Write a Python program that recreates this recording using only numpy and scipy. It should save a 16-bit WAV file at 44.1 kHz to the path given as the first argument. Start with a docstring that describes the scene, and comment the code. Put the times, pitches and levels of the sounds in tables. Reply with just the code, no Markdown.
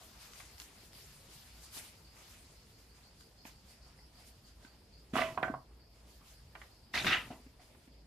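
"""Poles dropped in a forest clearing

Two people carry bundles of poles, scuffing dry leaves and soil and snapping twigs.
They drop them on bare ground, and a hail of contacts excites the damped modes of the wood: first
thick poles ring, then thin canes clatter brightly. Trunks scatter faint echoes of knocks and snaps.
Insects chirp with their wings in the bushes, and something hums far away under the noise of the air."""
import sys
import numpy as np
from scipy import signal
from scipy.io import wavfile

SR = 44100
rng = np.random.default_rng(int(sys.argv[2]) if len(sys.argv) > 2 else 0)


def generate_wav(sig):
    """Save sig (samples, or channels by samples) to the path in sys.argv[1] as 16-bit PCM at SR."""
    pcm = np.round(np.clip(np.atleast_2d(sig).T, -1, 1) * 32767).astype(np.int16)
    wavfile.write(sys.argv[1], SR, pcm)


N = 355842
FIRST_DROP = 5 * SR   # sample from which bundles may land
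STEP = 40   # samples between the points of a slow envelope

# Bundles landing and settling. Each row: start in seconds; rise, hold and time to fall 10 dB in seconds;
# levels in dB of the ground thud, the low ring, the cane rattle and the splintery top.
BUNDLE_LANDINGS = [(5.13, .05, .045, .05, -43, -42, -39.5, -53),
                   (5.372, .006, .005, .02, -45, -49, -58, -80),
                   (5.428, .006, .03, .028, -44, -46, -60, -70),
                   (6.935, .016, .015, .075, -48, -47, -36.5, -36),
                   (7.045, .003, .005, .012, -36, -42, -40, -44),
                   (7.063, .006, .015, .04, -52, -47, -30, -35),
                   (7.085, .04, .015, .042, -46, -46, -27.5, -40),
                   (7.3, .01, .03, .022, -52, -57, -60, -72)]
# Modes of a pole. Each row: frequency in Hz, level in dB, ring time as a multiple of the contact's t60.
POLE_MODES = [(256, 1, 1.2), (377, -1, .9), (490, -6, .7), (581, 0, .9), (651, 1, 2.8), (722, 5, 1.4),
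              (894, -2, 1.0), (1000, 3, .9), (1090, 1, 1.3), (1180, 1, 1.3), (1280, 0, 1.0), (1421, 3, .85),
              (1535, 2, 1.1), (1744, 0, .8), (1900, 1, .9), (2030, 1, .8), (2280, 0, .8), (2470, -1, .8),
              (2790, -3, .6), (3180, -4, .6)]
# Spectrum of rattling canes. Each row: frequency in Hz, relative spectral density in dB.
CANE_SPECTRUM = [(710, -40), (1200, 1), (1760, -4), (1980, 5), (2150, -3.5), (2700, 3), (4560, -20),
                 (7000, -30), (9100, -59), (15400, -120)]
# Single knocks of wood. Each row: start in seconds, low ring level in dB and centre in Hz,
# high ring level in dB and centre in Hz, crack level in dB, base t60 in seconds.
WOOD_KNOCKS = [(0.011, -57.5, 773, -67.5, 1120, -57.5, .076), (0.401, -55, 860, -52, 2140, -36, .045),
               (0.834, -48, 388, -67.5, 3000, -58, .023), (1.765, -45, 300, -66, 900, -58, .06),
               (3.451, -43, 270, -50, 900, -33, .032), (3.989, -61.5, 730, -57.5, 1950, -53, .024),
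               (4.648, -47.5, 265, -50, 1530, -37.5, .023), (5.135, -31.5, 253, -51.5, 1550, -30, .06),
               (5.155, -24, 490, -27.5, 1290, -20, .026), (5.165, -27, 262, -27, 988, -18, .028),
               (5.182, -26, 497, -32.5, 1180, -22, .085), (5.214, -37.5, 654, -35, 2130, -40.5, .1),
               (5.375, -38, 750, -28.5, 1000, -27, .039), (5.428, -30.5, 752, -27, 1900, -17, .033),
               (5.434, -40, 1090, -28, 1421, -40, .04), (5.48, -39, 710, -39, 1535, -42, .05),
               (5.499, -28, 258, -43.5, 1090, -44.5, .027), (5.539, -35, 800, -35, 1050, -46.5, .04),
               (6.207, -60.5, 237, -66, 1160, -62.5, .093), (6.551, -47, 850, -47, 1744, -32, .055),
               (6.615, -58, 1230, -49, 2060, -36, .05), (6.94, -38.5, 1280, -31, 1880, -30, .03),
               (6.952, -49, 220, -33, 1930, -44, .091), (6.975, -33, 316, -24.5, 2230, -33, .028),
               (7.045, -30, 880, -30, 1421, -12, .018), (7.055, -31.5, 219, -36.5, 2590, -32, .058),
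               (7.066, -43, 781, -29.5, 2130, -20, .05), (7.271, -43, 230, -58, 900, -50, .065),
               (7.304, -38, 240, -47, 740, -44, .07), (7.4, -52, 242, -72, 900, -62, .07),
               (7.464, -48, 242, -73.5, 2650, -52.5, .058), (7.594, -62, 760, -69.5, 2100, -56.5, .086),
               (7.747, -58, 234, -62, 904, -48, .059), (7.875, -56, 256, -71.5, 939, -54.5, .08)]
# Where the wood is. Each row: time in seconds, left over right in dB.
WOOD_PAN = [(0, 4), (.9, 1.5), (3.4, -7), (5.4, -7), (5.6, -3), (6.9, -2.2), (7.3, 1.5), (8.07, -6)]

# Feet and poles scuffing leaves and grit. Each row: time of the peak in seconds, level in dB,
# rise in seconds, seconds to fall 10 dB, tilt towards the bass in dB per octave.
LEAF_SCUFFS = [(.03, -54, .05, .06, 1), (.23, -52, .07, .15, 3), (.4, -50, .12, .1, 2.5),
               (.61, -48, .04, .06, 1.5), (.85, -57, .15, .06, 2), (.95, -52.5, .04, .35, 1.8),
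               (1.34, -53, .07, .2, 2), (1.64, -51, .04, .06, 1), (1.78, -41.5, .08, .06, 2),
               (1.85, -53, .04, .12, 2), (2.2, -55, .09, .1, 4), (2.31, -53, .07, .14, 2),
               (2.7, -63, .05, .05, 2), (2.79, -62, .04, .12, 3), (2.98, -66, .04, .05, 6),
               (3.01, -64, .1, .12, 4.5), (3.21, -59, .07, .08, 2), (3.47, -50.5, .03, .05, 3.5),
               (3.72, -57.5, .1, .05, 2), (3.87, -68, .08, .2, 7.5), (4.21, -58, .11, .1, 4),
               (4.28, -53, .04, .035, -1.5), (4.48, -64, .09, .06, 3), (4.66, -62, .1, .11, 5),
               (5.175, -42, .045, .105, 4), (5.427, -58.5, .007, .13, 2.5), (6.1, -60, .05, .15, 1.5),
               (6.276, -56, .06, .13, 2.5), (6.634, -60, .16, .13, 4), (6.953, -41.5, .025, .2, 3.5),
               (7.07, -41.5, .04, .08, 4.5), (7.28, -59, .06, .055, 5.5), (7.62, -61, .03, .17, 4),
               (7.86, -67, .15, .03, 3.5)]
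# Level of the faint crackling hiss between scuffs; it sinks after each loud landing.
# Each row: time in seconds, treble level in dB.
FAINT_HISS_LEVEL = [(0, -58), (.5, -59.5), (.9, -61), (1.2, -61), (1.6, -58), (2.05, -64), (2.5, -63),
                    (2.9, -69), (4.4, -69), (4.9, -73), (5.12, -68), (5.6, -85), (5.88, -85), (5.95, -68),
                    (6.5, -70), (6.9, -74), (7.45, -85), (8.07, -87)]
# Spectrum of the rustle before its tilt. Each row: frequency in Hz, relative spectral density in dB.
LEAF_SPECTRUM = [(180, -27), (300, 3), (371, -25), (869, -12.5), (1870, -11), (2140, -9.5), (4920, -6),
                 (14000, -7), (15000, -17)]
# Where the feet are. Each row: time in seconds, left over right in dB.
FEET_PAN = [(0, 2), (2, 1.2), (3, -1), (8.07, 0)]
# Twigs breaking underfoot. Each row: start in seconds, level in dB before filtering.
TWIG_SNAPS = [(0.3344, -42), (0.5816, -43), (0.6, -33), (0.618, -39), (0.9322, -45), (3.2094, -47)]

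# Insect chirps. Each row: start in seconds, level in dB.
INSECT_CHIRPS = [(0.1497, -64), (0.311, -61), (0.4734, -57), (0.7572, -59), (0.932, -53.5), (1.058, -58),
                 (1.3124, -64), (1.5074, -58), (1.6298, -56), (1.941, -63), (2.04, -56), (2.201, -70),
                 (2.429, -66), (2.5463, -59), (2.722, -60.5), (2.8864, -60), (3.0214, -57), (3.1807, -57),
                 (3.3712, -55.5), (3.529, -62), (3.6676, -57), (3.8098, -56.5), (3.9707, -56.5),
                 (4.141, -56.5), (4.32, -65), (4.4308, -58), (4.6608, -60), (4.7794, -69), (4.92, -55.5),
                 (5.7892, -59.5), (5.902, -65), (6.088, -63), (6.3247, -59), (6.4494, -64), (6.6994, -58.5),
                 (6.8214, -60), (7.394, -66), (7.5837, -64), (7.9069, -63)]
# The two voices of a chirp. Each row: nominal first and last pitch in Hz, dB relative to the chirp.
CHIRP_VOICES = [(4400, 4850, -11), (4760, 5300, -11.5)]
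# The far hum. Each row: time in seconds, level in dB.
HUM_LEVEL = [(0, -65), (1, -68), (1.55, -61), (1.85, -70), (2.45, -63.5), (3.25, -70), (3.8, -64),
             (5.0, -61.5), (5.2, -57), (5.4, -62), (5.75, -60), (5.95, -64.5), (6.25, -59.5), (6.85, -61),
             (7.1, -66), (7.55, -62), (8.07, -66.5)]
# Rumble of steps and landings. Each row: time of the peak in seconds, level in dB, hold in seconds.
RUMBLE_SWELLS = [(1.03, -68, .36), (1.8, -70, .01), (2.45, -76, .2), (3.51, -74, .01), (3.8, -76, .3),
                 (5.15, -57, .08), (5.3, -60, .04), (5.48, -58, .07), (6.3, -76, .2), (7.05, -45, .005),
                 (7.26, -60, .005)]
# Spectrum of the open air. Each row: frequency in Hz, relative spectral density in dB.
AIR_SPECTRUM = [(15, -36), (25, -13.5), (69, 1), (176, -6.5), (474, -13.5), (788, -17), (1030, -24),
                (1760, -25), (3500, -27.5), (5860, -32.5), (12700, -31.5), (15000, -47)]
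# Likeness of the two channels in diffuse noise. Each row: frequency in Hz, left-right correlation.
COHERENCE = [(60, 0.41), (250, 0.29), (500, 0.27), (1000, 0.22), (2000, 0.2), (4000, .3), (8000, 0.027)]


def falling_bundles():
    """Modal superposition: a hail of contacts rings the poles and canes while the ground thuds."""
    start, rise, hold, fall, thud_db, low_db, rattle_db, top_db = np.array(BUNDLE_LANDINGS).T[:, :, None]

    def envelope(db, rise_s, hold_s, fall_s):
        return power_sum(swells(start + rise_s, db, rise_s, hold_s, fall_s))[FIRST_DROP:]

    size = N - FIRST_DROP
    thud = unit_rms(bandpass(grains(450, spread_db=3.5, size=size)[0], 80, 380, order=3))
    thud = thud * envelope(thud_db, rise_s=.004, hold_s=0, fall_s=2.3 * fall)
    thick_modes = [(hz, amp(db), .094 * share) for hz, db, share in POLE_MODES if hz < 1350]
    thick = unit_rms(sum(struck_modes(thick_modes, per_s=1400, spread_db=3.5)))
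    thin_modes = [(hz, 1, 25 / hz) for hz in np.geomspace(650, 1150, 8)]
    thin = unit_rms(sum(struck_modes(thin_modes, per_s=2000, spread_db=3)))
    # the second bundle, of thin canes, has no lasting low ring
    low_ring = np.where(np.arange(size) < SR, thick, thin) * envelope(low_db, rise, hold, 1.6 * fall)
    # canes have many close, short modes, lying left and right in turn
    cane_modes = [(hz, amp(at_hz(CANE_SPECTRUM, hz)) * hz, 60 / hz) for hz in np.geomspace(1250, 6500, 26)]
    cane_rings = struck_modes(cane_modes, per_s=5500, spread_db=2)
    canes = [pan(cane, 7.8 * (-1) ** k) for k, cane in enumerate(cane_rings)]
    rattle = unit_rms(sum(canes[:16])) * envelope(rattle_db, rise, hold, fall)
    top = unit_rms(sum(canes[16:])) * envelope(top_db, rise, hold / 2, fall)
    wood = (low_ring + rattle + top) * pan(1, in_time(WOOD_PAN)[FIRST_DROP:])
    return np.pad(thud + wood, ((0, 0), (FIRST_DROP, 0)))


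def pole_knocks():
    """Free vibration: each impact gives a short crack and rings the pole modes near two frequencies."""
    out, t = np.zeros((2, N)), np.arange(SR // 4) / SR
    hz, mode_db, share = np.array(POLE_MODES).T[:, :, None]
    waves, attack = np.sin(2 * np.pi * hz * t), np.minimum(t / .002, 1)
    strengths = amp(mode_db + 1.5 * rng.standard_normal((len(WOOD_KNOCKS), len(POLE_MODES), 1)))
    bursts = bandpass(rng.standard_normal((len(WOOD_KNOCKS), 2, len(t))), 450, 2700)
    for (start, *rings, crack_db, t60), strength, burst in zip(WOOD_KNOCKS, strengths, bursts):
        excitation = 0
        for db, centre_hz in zip(rings[::2], rings[1::2]):
            octaves = np.log2(hz / centre_hz)
            excitation += amp(db - 600 * octaves ** 2) + amp(db - 8.5 - 14 * octaves ** 2)   # peak, skirt
        ringing = np.sum(excitation * strength * waves * decay(t, t60 * share), axis=0)
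        crack = amp(crack_db) * burst * decay(t, .75 * t60)   # splinters and bark
        place = pan(np.ones(1), np.interp(start, *np.transpose(WOOD_PAN)))
        add_at(out, start, (ringing + crack) * attack * place)
    # wood on wood is a soft contact, with little treble
    return signal.sosfilt(signal.butter(4, 3600, fs=SR, output="sos"), out + 1e-18)


def leaf_rustle(faint_tilt_db=4.5):
    """Incoherent sources add in power: scuffed leaves and grit crackle over a faint crackling hiss."""
    peak_s, db, rise_s, fall_s, scuff_tilt_db = np.array(LEAF_SCUFFS).T[:, :, None]
    scuffs = swells(peak_s, db, rise_s, 0, fall_s)
    faint_power = amp(in_time(FAINT_HISS_LEVEL)) ** 2
    power = power_sum(scuffs) ** 2 + faint_power
    # the colour is the average tilt of all scuffs and the hiss, each weighted by its power
    weighted_tilt = per_sample(np.sum(scuffs ** 2 * scuff_tilt_db, axis=0)) + faint_power * faint_tilt_db
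    crackle = unit_rms(grains(5000, spread_db=2.5, channels=4)).reshape(2, 2, N)
    hiss = rng.standard_normal((2, 2, N))
    source = .71 * crackle + .83 * hiss
    rustle = diffuse(source, LEAF_SPECTRUM, lowest_hz=342, flicker_db=1.86, tilt_db=weighted_tilt / power)
    return np.sqrt(power) * rustle * pan(1, in_time(FEET_PAN))


def twig_snaps():
    """Brittle fracture: a twig breaks with a short, bright burst of noise."""
    out, t = np.zeros((2, N)), np.arange(SR // 20) / SR
    for start, db in TWIG_SNAPS:
        add_at(out, start, amp(db) * decay(t, t60=.013) * rng.standard_normal((2, len(t))))
    return bandpass(out, 900, 6500)


def trunk_echoes(x, t60=.23, echo_db=-12):
    """Scattering: trunks and leaves add a dull, quickly dying blur of echoes, different on each side."""
    t = np.arange(SR // 3) / SR
    dull_noise = signal.lfilter([1], [1, -.6], rng.standard_normal((2, len(t))))
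    echoes = dull_noise * decay(t, t60) * (t > .006)
    echoes /= np.sqrt(np.sum(echoes ** 2, axis=1, keepdims=True))
    return x + amp(echo_db) * signal.fftconvolve(x, echoes, axes=1)[:, :N]


def insects(chirp_s=.135, warble_hz=28, detune_hz=110):
    """Stridulation: rough wing tones warble and climb in pairs; far ones blur into a band of noise."""
    out, t = np.zeros((2, N)), np.arange(round(chirp_s * SR)) / SR
    noise = rng.standard_normal((len(INSECT_CHIRPS), 2, 2, 2, 2 * len(t)))
    roughness = signal.lfilter(*signal.butter(3, 170, fs=SR), noise)[..., len(t):]
    envelope = np.minimum(t / .018, 1) * np.sqrt(1 - t / chirp_s)
    for (start, db), voices in zip(INSECT_CHIRPS, roughness):
        for (in_phase, quadrature), (from_hz, to_hz, voice_db) in zip(voices, CHIRP_VOICES):
            offset = rng.standard_normal()
            cycles = (from_hz + detune_hz * offset) * t + (to_hz - from_hz) * t ** 2 / (2 * chirp_s)
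            phase = 2 * np.pi * cycles + 3.1 * np.sin(2 * np.pi * warble_hz * t + 3 * offset)
            tone = unit_rms(in_phase * np.cos(phase) + quadrature * np.sin(phase))
            add_at(out, start, amp(db + voice_db) * envelope * tone)
    chorus = unit_rms(bandpass(rng.standard_normal((2, N)), 4200, 5350, order=4))
    chorus_db = in_time([(0, -73), (5, -75.5), (8.07, -77)]) + drift(11)
    return out + amp(chorus_db) * chorus


def far_hum():
    """Narrow-band noise: two close, low resonances in series give a wavering drone."""
    drone = resonate(resonate(rng.standard_normal(N), hz=54, t60=.28), hz=59, t60=.26)
    return amp(in_time(HUM_LEVEL)) * unit_rms(drone)


def rumble(rest_db=-83):
    """Forced vibration: noise drives a low resonance that swells with steps and landings."""
    peak_s, db, hold_s = np.array(RUMBLE_SWELLS).T[:, :, None]
    gain = amp(rest_db) + power_sum(swells(peak_s, db, rise_s=.03, hold_s=hold_s, fall_s=.07))
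    return gain * unit_rms(resonate(rng.standard_normal(N), hz=140, t60=.089))


def open_air(level_db=-62):
    """A diffuse field: steady broadband noise, strongest in the bass, flickers band by band."""
    noise = rng.standard_normal((2, 2, N))
    return amp(level_db) * unit_rms(diffuse(noise, AIR_SPECTRUM, lowest_hz=21.45, flicker_db=2.5))


def diffuse(source, spectrum, lowest_hz, flicker_db, tilt_db=0):
    """Partial coherence: two mid-side pairs feed alternate half-octave bands, each with its own level."""
    out, edges = 0, lowest_hz * 2 ** np.arange(0, np.log2(17000 / lowest_hz), .5)
    for k, (low, high) in enumerate(zip(edges, edges[1:])):
        mid, side = bandpass(source[k % 2], low, high)
        hz = np.sqrt(low * high)
        alike = at_hz(COHERENCE, hz)
        gain = amp(at_hz(spectrum, hz) + flicker_db * drift(11.7) + tilt_db * np.log2(8000 / hz))
        out = out + gain * (np.sqrt(1 + alike) * mid + np.sqrt(1 - alike) * side * [[1], [-1]])
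    return out


def struck_modes(modes, per_s, spread_db):
    """Impulse excitation: each random contact rings one (Hz, gain, t60) mode; one signal per mode."""
    clicks = grains(per_s, spread_db, size=N - FIRST_DROP)[0]
    struck = rng.integers(0, len(modes), len(clicks))
    return [gain * resonate(clicks * (struck == k), hz, t60) for k, (hz, gain, t60) in enumerate(modes)]


def resonate(force, hz, t60):
    """A damped oscillator: a unit click starts a decaying sine of height 1."""
    r, w = decay(1 / SR, t60), 2 * np.pi * hz / SR
    return signal.lfilter([0, np.sin(w)], [1, -2 * r * np.cos(w), r * r], force + 1e-18)


def grains(per_s, spread_db, channels=1, size=N):
    """A Poisson process: random clicks of uneven size and sign."""
    shape = (channels, size)
    height = amp(spread_db * np.minimum(rng.exponential(1, shape), 4))
    return height * rng.choice([-1, 1], shape) * (rng.random(shape) < per_s / SR)


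def swells(peak_s, db, rise_s, hold_s, fall_s):
    """One slow envelope per event: a linear rise, a hold, then exponential decay of 10 dB per fall_s."""
    since = np.arange(0, N + STEP, STEP) / SR - peak_s
    return np.clip(1 + since / rise_s, 0, 1) * amp(db - 10 * np.clip((since - hold_s) / fall_s, 0, 15))


def drift(rate_hz):
    """Low-passed noise: a slow random fluctuation of unit rms."""
    r = np.exp(-2 * np.pi * rate_hz * STEP / SR)
    slow = signal.lfilter([1], [1, -2 * r, r * r], rng.standard_normal(N // STEP + 2002))[2000:]
    return per_sample(unit_rms(slow))


def power_sum(gains):
    """Incoherent addition of slow envelopes, sample by sample."""
    return per_sample(np.sqrt(np.sum(gains ** 2, axis=0)))


def per_sample(slow):
    """Linear interpolation of a slow envelope to every sample."""
    return np.interp(np.arange(N) / STEP, np.arange(len(slow)), slow)


def in_time(curve):
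    """Linear interpolation of (seconds, value) rows to every sample."""
    return np.interp(np.arange(N) / SR, *np.transpose(curve))


def at_hz(spectrum, hz):
    """Interpolation of a spectrum on a log-frequency axis."""
    frequencies, values = np.transpose(spectrum)
    return np.interp(np.log(hz), np.log(frequencies), values)


def bandpass(x, low_hz, high_hz, order=2):
    """A maximally flat band filter."""
    return signal.sosfilt(signal.butter(order, [low_hz, high_hz], "band", fs=SR, output="sos"), x)


def add_at(out, start_s, sound):
    """Superposition of a stereo event from its start time on."""
    at = round(start_s * SR)
    out[:, at:at + sound.shape[1]] += sound[:, :N - at]


def pan(x, db):
    """Direction as a level difference, left over right."""
    return np.array([x * amp(db / 2), x * amp(-db / 2)])


def decay(t, t60):
    """Exponential damping, 60 dB in t60 seconds."""
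    return amp(-60 * t / t60)


def amp(db):
    """Amplitude ratio of a level in dB."""
    return 10 ** (np.asarray(db) / 20)


def unit_rms(x):
    """Normalisation to unit power."""
    return x / np.sqrt(np.mean(x ** 2) + 1e-20)


def scene():
    """Superposition: echoing knocks and snaps, falling bundles, leaves, insects, hum, rumble and air."""
    air = open_air()
    impacts = trunk_echoes(pole_knocks() + twig_snaps()) + falling_bundles()
    return impacts + leaf_rustle() + insects() + far_hum() + rumble() + air


def record(dry, merge_hz=777, stopband_hz=15350):
    """Long waves reach two close microphone ports alike, so the bass merges; a steep filter cuts the top."""
    mid, side = (dry[0] + dry[1]) / 2, (dry[0] - dry[1]) / 2
    side = signal.lfilter(*signal.butter(1, merge_hz, "high", fs=SR), side)
    top_cut = signal.cheby2(14, 70, stopband_hz, fs=SR, output="sos")
    return signal.sosfilt(top_cut, np.array([mid + side, mid - side]))


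dry = scene()
out = record(dry)
generate_wav(out)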